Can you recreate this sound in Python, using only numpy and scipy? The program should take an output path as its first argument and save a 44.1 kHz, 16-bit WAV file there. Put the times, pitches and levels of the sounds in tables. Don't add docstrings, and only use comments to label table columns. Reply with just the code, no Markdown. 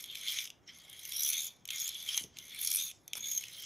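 import sys
import numpy as np
from scipy import signal
from scipy.io import wavfile
from scipy.ndimage import uniform_filter1d

SR = 44100
rng = np.random.default_rng(int(sys.argv[2]) if len(sys.argv) > 2 else 0)


def digitize_waveform(pressure):
    field = np.atleast_2d(pressure).T
    bounded = np.clip(field, -1, 1)
    quanta = np.round(bounded * 32767).astype(np.int16)
    wavfile.write(sys.argv[1], SR, quanta)


N = 160965


def from_db(db):
    return 10 ** (np.asarray(db) / 20)


def rms_one(x):
    return x / np.sqrt(np.mean(x ** 2) + 1e-20)


def in_time(rows):
    s, *columns = np.transpose(rows)
    t = np.arange(N) / SR
    return [np.interp(t, s, column) for column in columns]


def band(x, low_hz, high_hz, order=2):
    edges_hz = [low_hz, min(high_hz, SR / 2 - 100)]
    return signal.sosfilt(signal.butter(order, edges_hz, "band", fs=SR, output="sos"), x + 1e-18)


def low_pass(x, hz):
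    return signal.sosfilt(signal.butter(2, hz, fs=SR, output="sos"), x)


def drift(hz):
    return rms_one(low_pass(rng.standard_normal(N), hz))


def scatter(width_hz):
    return (drift(width_hz / 2) + 1j * drift(width_hz / 2)) / np.sqrt(2)


def resonate(x, hz, width_hz):
    r = np.exp(-np.pi * width_hz / SR)
    zeros = np.array([1, 0, -1]) * (1 - r * r) / 2
    poles = [1, -2 * r * np.cos(2 * np.pi * hz / SR), r * r]
    return signal.lfilter(zeros, poles, x + 1e-18)


def glide(force, hz, width_hz):
    turn = np.exp(2j * np.pi * np.cumsum(hz) / SR)
    r = np.exp(-np.pi * width_hz / SR)
    envelope = signal.lfilter([(1 - r) ** 2], [1, -2 * r, r * r], force * turn.conj() + 1e-18)
    return 2 * np.real(turn * envelope)


# f/Hz, relative density level/dB per Hz
AIR_SPECTRUM = [(25, -23.5), (55, -4.5), (140, 0.5), (220, -6), (450, -8.5), (700, -11), (1800, -17)]
AIR_DB, AIR_SWELL_DB, AIR_SWELL_HZ = -68.5, 1.6, 4.4


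def room_air():
    hz, db = np.transpose(AIR_SPECTRUM)
    edges = np.geomspace(25, 2400, 14)
    rumble = 0
    for low, high in zip(edges, edges[1:]):
        density_db = np.interp(np.log(low * high) / 2, np.log(hz), db)
        swell_db = AIR_SWELL_DB * drift(AIR_SWELL_HZ)
        rumble = rumble + from_db(density_db + swell_db) * band(rng.standard_normal(N), low, high)
    return from_db(AIR_DB) * rms_one(rumble)


ROOM_T60_S, ROOM_DB, ROOM_TOP_HZ = 0.28, -11, 5870


def room(x):
    t = np.arange(SR // 2) / SR
    tail = rng.standard_normal(len(t)) * from_db(-60 * t / ROOM_T60_S) * (t > .004)
    tail = tail / np.linalg.norm(tail)
    return from_db(ROOM_DB) * signal.fftconvolve(low_pass(x, ROOM_TOP_HZ), tail)[:N]


# delay t/s, level/dB
REFLECTIONS = [(.0022, -25.5), (.0047, -16.5)]


def echoes(x):
    return sum(from_db(db) * np.pad(x, (int(s * SR), 0))[:N] for s, db in REFLECTIONS)


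# f/Hz, level/dB (before RING_DB), decay time t60/s
STEEL_MODES = [(3580, -8.5, 0.17), (3680, -16, 0.23), (4040, -31, 0.35), (5900, -4, 0.23),
               (5840, -10, 0.166), (6570, -3.5, 0.26), (11100, -7, .18)]
RING_DB = 1


def ringing(x):
    rung = 0
    for hz, db, t60 in STEEL_MODES:
        width_hz = np.log(1000) / np.pi / t60
        rung = rung + from_db(db) * resonate(x, hz, width_hz)
    return from_db(RING_DB) * rung


# t/s, level/dB at onset, centre f/Hz, decay t/s
FINGER_BUMPS = [(2.175, -47, 1060, 0.0027), (2.21, -57, 190, 0.031), (2.242, -51, 174, 0.015),
                (2.22, -62.5, 109, 0.12), (2.361, -66, 170, 0.081), (3.154, -42, 1170, 0.0021),
                (3.17, -49.5, 1330, 0.0099), (3.165, -64, 170, 0.071)]


def bumps():
    out, t = 0, np.arange(N) / SR
    for s, db, hz, decay_s in FINGER_BUMPS:
        thud = rms_one(band(rng.standard_normal(N), hz / 2, hz * 2))
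        decay = (t >= s) * np.exp(-np.abs(t - s) / decay_s)
        out = out + from_db(db) * thud * decay
    return out


# f/Hz, width f/Hz, level/dB
TOOL_MODES = [
    [(2301, 550, 2.5), (3400, 587, 10), (4143, 740, 0.5)],
    [(4840, 1050, 3), (5500, 980, 7.5), (6372, 540, 12), (7200, 1820, -1)],
    [(9310, 2370, -4.5), (10280, 840, 1.5), (11240, 720, 3.5), (12660, 2350, -3), (14600, 1300, -8)],
]
# lower f/Hz, upper f/Hz
GROUP_BANDS = [(1700, 8500), (4200, 21500), (7700, 20500)]


def body(force, group):
    rung = 0
    for k, (hz, width, db) in enumerate(TOOL_MODES[group]):
        rung = rung + (-1) ** k * from_db(db) * resonate(force, hz, width)
    return band(rung, *GROUP_BANDS[group], order=4)


# t/s, then peak level/dB (before KNOCK_DB) of low rasp, middle, treble
PART_KNOCKS = [(0.0402, -29, -33, -35), (0.1537, -25, -32, -29), (0.3865, -19, -24.5, -40),
               (0.453, -34.5, -35, -37), (0.474, -35, -36, -40), (.502, -32, -31.5, -42.5),
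               (0.785, -52, -55, -43), (0.8978, -52, -42.5, -38), (0.9287, -52, -47, -40.5),
               (1.052, -33, -31, -29.5), (1.121, -27, -35, -27), (1.2326, -52, -18, -18.5),
               (1.3317, -25, -19, -24), (1.6535, -38.5, -33, -33.5), (1.676, -39, -36, -36),
               (1.6879, -25, -33, -40), (1.7042, -22, -24.5, -28), (1.8, -52, -28, -22.5),
               (1.877, -49, -25, -22.5), (1.89, -35, -28, -23), (1.945, -51, -33.5, -35.5),
               (2.1759, -21, -14.5, -20), (2.238, -36, -30.5, -35), (2.369, -33, -40, -58),
               (2.386, -30, -29.5, -35.5), (2.6315, -32, -33, -25), (2.648, -34, -35, -25),
               (2.7161, -30, -21, -20), (2.747, -29, -43, -21), (2.913, -34, -36, -39),
               (3.0781, -40, -33.5, -31.5), (3.1325, -22.5, -25.5, -25.5), (3.153, -42, -27, -40),
               (3.178, -52, -33, -28), (3.315, -42, -32, -32), (3.376, -37, -24.5, -27),
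               (3.438, -27, -34.5, -38), (3.483, -38, -32.5, -41)]
KNOCK_DB, SKID_S, SKID_DB = -3.5, 0.00075, 5


def knocks():
    out, t = np.zeros(N + SR), np.arange(SR // 20) / SR
    skid = from_db(SKID_DB) * t / SKID_S * np.exp(-t / SKID_S)
    for s, *peaks_db in PART_KNOCKS:
        start = int(s * SR)
        for group, db in enumerate(peaks_db):
            force = (t == 0) + skid * rng.standard_normal(len(t))
            hit = body(force, group)
            out[start:start + len(t)] += from_db(db + KNOCK_DB) * hit / np.abs(hit).max()
    return out[:N]


# t/s, catch rate f/Hz (before jitter), depth level/dB (before spread and shares)
THREAD_CATCHES = [(0, 56.3, 19.5), (.33, 111, 12), (.46, 85, 17), (.92, 60.7, 13), (1.2, 70, 14.5),
                  (1.35, 76, 15.5), (1.47, 72, 12), (1.75, 83, 12), (2.1, 80, 10), (2.65, 72, 18.5),
                  (2.77, 90, 19), (2.83, 83.4, 8.5), (3.25, 66, 17.5), (3.65, 55, 15)]
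CATCH_JITTER, CATCH_JITTER_HZ = .16, 46.1
CATCH_SPREAD, CATCH_RISE_SHARE = .2, .36


def chatter():
    rate, depth_db = in_time(THREAD_CATCHES)
    catches = np.cumsum(rate * np.exp(CATCH_JITTER * drift(CATCH_JITTER_HZ))) / SR
    swell = np.interp(catches % 1, [0, CATCH_RISE_SHARE, 1], [0, 1, 0])
    strength = 1 + CATCH_SPREAD * rng.standard_normal(size=1000)[catches.astype(int)]
    return swell * depth_db * strength


def throb(db):
    gain = from_db(db)
    return gain / np.sqrt(uniform_filter1d(gain ** 2, size=1800))


# t/s, position (0 at the chuck to 1 at the far end)
GRIP_TRAVEL = [(0, 0.48), (.85, 0), (1.15, 0.26), (1.48, 0.65), (1.7, 0.57), (2.2, 0.2), (2.45, 0.146),
               (2.95, 0.95), (3.15, 0.59), (3.6, 0.072)]


def grip_travel():
    return in_time(GRIP_TRAVEL)[0]


# t/s, pitch f/Hz (before waver), level/dB (before chopping)
SHAFT_SQUEALS = [
    [(.67, 5550, -56), (.7, 5350, -55.5)],
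    [(1.11, 5500, -54), (1.145, 5546, -41.5), (1.232, 5930, -37.5), (1.29, 5900, -38), (1.35, 6200, -46.5),
     (1.38, 6320, -37), (1.44, 6700, -47), (1.49, 6700, -47)],
    [(1.37, 6800, -49), (1.425, 7250, -53), (1.445, 7250, -60)],
    [(1.72, 6570, -60), (1.76, 6680, -42), (1.79, 6640, -52), (1.81, 6590, -37), (1.845, 6480, -41),
     (1.868, 7130, -40), (1.885, 7200, -52)],
    [(1.715, 2170, -54), (1.745, 2132, -49.5), (1.775, 2087, -58)],
    [(2.07, 3220, -55), (2.09, 3197, -35.5), (2.11, 3000, -52)],
    [(2.64, 5660, -47.5), (2.75, 5750, -46.5), (2.795, 6200, -41), (2.845, 6520, -43), (2.91, 6480, -53)],
    [(3.17, 6520, -67), (3.208, 6490, -44), (3.222, 6570, -50), (3.25, 6580, -43), (3.315, 6620, -37.5),
     (3.345, 6520, -40), (3.376, 6400, -34.5), (3.41, 6800, -53)],
]
SQUEAL_ROUGH, SQUEAL_WAVER, SQUEAL_CHATTER_SHARE = (.3, .45), (.006, .011), (.75, 1)
SQUEAL_WAVER_HZ, SQUEAL_WIDTH_HZ = 114.8, 620
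OCTAVE_DB, OCTAVE_WIDTH_HZ, OCTAVE_FULL_DB = -8, 1800, -41


def squeals(chatter_db):
    out, t = 0, np.arange(N) / SR
    drawn = np.gradient(grip_travel()) > 0

    def by_stroke(pair):
        push, draw = pair
        return np.where(drawn, draw, push)

    rough = by_stroke(SQUEAL_ROUGH)
    waver = 1 + by_stroke(SQUEAL_WAVER) * drift(SQUEAL_WAVER_HZ)
    chop = throb(by_stroke(SQUEAL_CHATTER_SHARE) * chatter_db)
    for rows in SHAFT_SQUEALS:
        hz, db = in_time(rows)
        grain = np.sqrt(1 - rough) + np.sqrt(rough) * scatter(SQUEAL_WIDTH_HZ)
        octave_db = OCTAVE_DB + np.minimum(db - OCTAVE_FULL_DB, 0)
        octave = from_db(octave_db) * scatter(OCTAVE_WIDTH_HZ)
        turn = np.exp(2j * np.pi * np.cumsum(hz * waver) / SR)
        active = 1. * ((t > rows[0][0]) & (t < rows[-1][0]))
        sounding = uniform_filter1d(active, size=300)
        out = out + sounding * from_db(db) * np.real(grain * turn + octave * turn ** 2)
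    return np.sqrt(2) * out * chop


# t/s, then level/dB (before RUB_TRIM_DB) of low rasp, middle, treble
GRIP_RUB = [(0, -42.5, -47.5, -46), (0.02, -54, -54.5, -48.5), (0.085, -50.5, -63.5, -61.5),
            (0.14, -51, -53.5, -55.5), (0.22, -45, -55, -51), (0.29, -39.5, -40.5, -44.5),
            (0.42, -45, -45, -45), (0.46, -45.5, -49, -50.5), (0.5, -75, -79, -66), (0.53, -103, -104, -83),
            (0.655, -78, -78, -112), (0.69, -48, -57.5, -75), (0.735, -58.5, -60, -67),
            (0.87, -57, -66.5, -65.5), (1.1, -49, -51, -46), (1.15, -45.5, -55, -41.5),
            (1.29, -41, -41, -31), (1.36, -43, -55, -41.5), (1.475, -50, -44.5, -42.5),
            (1.505, -62, -70, -62.5), (1.66, -82.5, -81, -102), (1.71, -41.5, -64.5, -43.5),
            (1.75, -43.5, -43.5, -43), (1.88, -44.5, -52, -49), (1.93, -48.5, -54.5, -54.5),
            (2.04, -50, -52, -50), (2.125, -38.5, -38.5, -43), (2.19, -39, -46.5, -40.5),
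            (2.23, -62, -52, -52), (2.27, -91, -84, -69), (2.345, -69.5, -70, -104),
            (2.37, -55.5, -59.5, -60), (2.47, -55.5, -62, -57), (2.585, -44, -53.5, -50),
            (2.61, -45.5, -42, -35.5), (2.77, -42.5, -40.5, -32.5), (2.86, -47, -51, -43.5),
            (2.905, -51.5, -60, -47), (2.935, -96, -62, -85), (3.13, -63, -90, -75),
            (3.165, -49, -46, -40.5), (3.21, -52.5, -74, -56), (3.26, -46.5, -52, -52),
            (3.33, -51.5, -51, -46.5), (3.39, -49.5, -56, -48.5), (3.47, -52, -55, -58),
            (3.57, -49.5, -54.5, -50), (3.65, -48.5, -44.5, -55)]
RUB_TRIM_DB, CHATTER_SHARE, TRAVEL_RISE = (-2.5, -3, -4), (0.31, 0.49, .85), (0.14, 0.042, 0.007)
SLIPS_PER_S, TICKS_PER_S, TICK_DB, TICK_WIDTH_SHARE, TICK_DETUNE = 9000, 480, -2, .35, .022
WANDER, WANDER_HZ, COLOUR_DB, COLOUR_HZ = 0.02, 5.5, 3, 11.5
DULL_RUB_DB, DULL_RUB_HZ = -21.5, (1135, 2680)


def rubbing(chatter_db):
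    out, levels_db, travel = 0, in_time(GRIP_RUB), grip_travel()
    tick_starts = rng.random(N) < TICKS_PER_S / SR
    for k, level_db in enumerate(levels_db):
        pressure = from_db(level_db + RUB_TRIM_DB[k]) * throb(CHATTER_SHARE[k] * chatter_db)
        power = sum(from_db(2 * db) * width for _, width, db in TOOL_MODES[k]) * np.pi / 2 / SR
        rung = 0
        for hz, width, db in TOOL_MODES[k]:
            slip_starts = rng.random(N) < SLIPS_PER_S / SR
            slips = rms_one(rng.standard_normal(N) * slip_starts)
            ticks = from_db(TICK_DB) * rms_one(rng.standard_normal(N) * tick_starts)
            ticks = ticks / np.sqrt(TICK_WIDTH_SHARE)
            centre = hz * (1 + TRAVEL_RISE[k] * (travel - .5) + WANDER * drift(WANDER_HZ))
            detune = 1 + TICK_DETUNE * rng.standard_normal(N)[np.cumsum(tick_starts)]
            colour = rms_one(from_db(COLOUR_DB * drift(COLOUR_HZ)))
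            force = from_db(db) * pressure * colour
            rung = rung + glide(slips * force, centre, width)
            rung = rung + glide(ticks * force, centre * detune, width * TICK_WIDTH_SHARE)
        out = out + band(rung, *GROUP_BANDS[k]) / np.sqrt(power)
    dull = rms_one(band(rng.standard_normal(N), *DULL_RUB_HZ, order=3))
    return out + dull * from_db(levels_db[0] + DULL_RUB_DB)


HISS_DB, AIR_SIDE_DB = -85.5, -6
AIR_SIDE_TOP_HZ = 1610


def scene():
    chatter_db = chatter()
    drill = rubbing(chatter_db) + squeals(chatter_db) + knocks() + bumps()
    near = drill + echoes(drill) + ringing(drill)
    hiss = from_db(HISS_DB) * rng.standard_normal(N)
    mid = near + room(near) + room_air() + hiss
    side = from_db(AIR_SIDE_DB) * low_pass(room_air(), AIR_SIDE_TOP_HZ)
    return np.array([mid + side, mid - side])


def record(dry):
    return signal.sosfilt(signal.ellip(10, .3, 70, 15600, fs=SR, output="sos"), dry)


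dry = scene()
out = record(dry)
digitize_waveform(out)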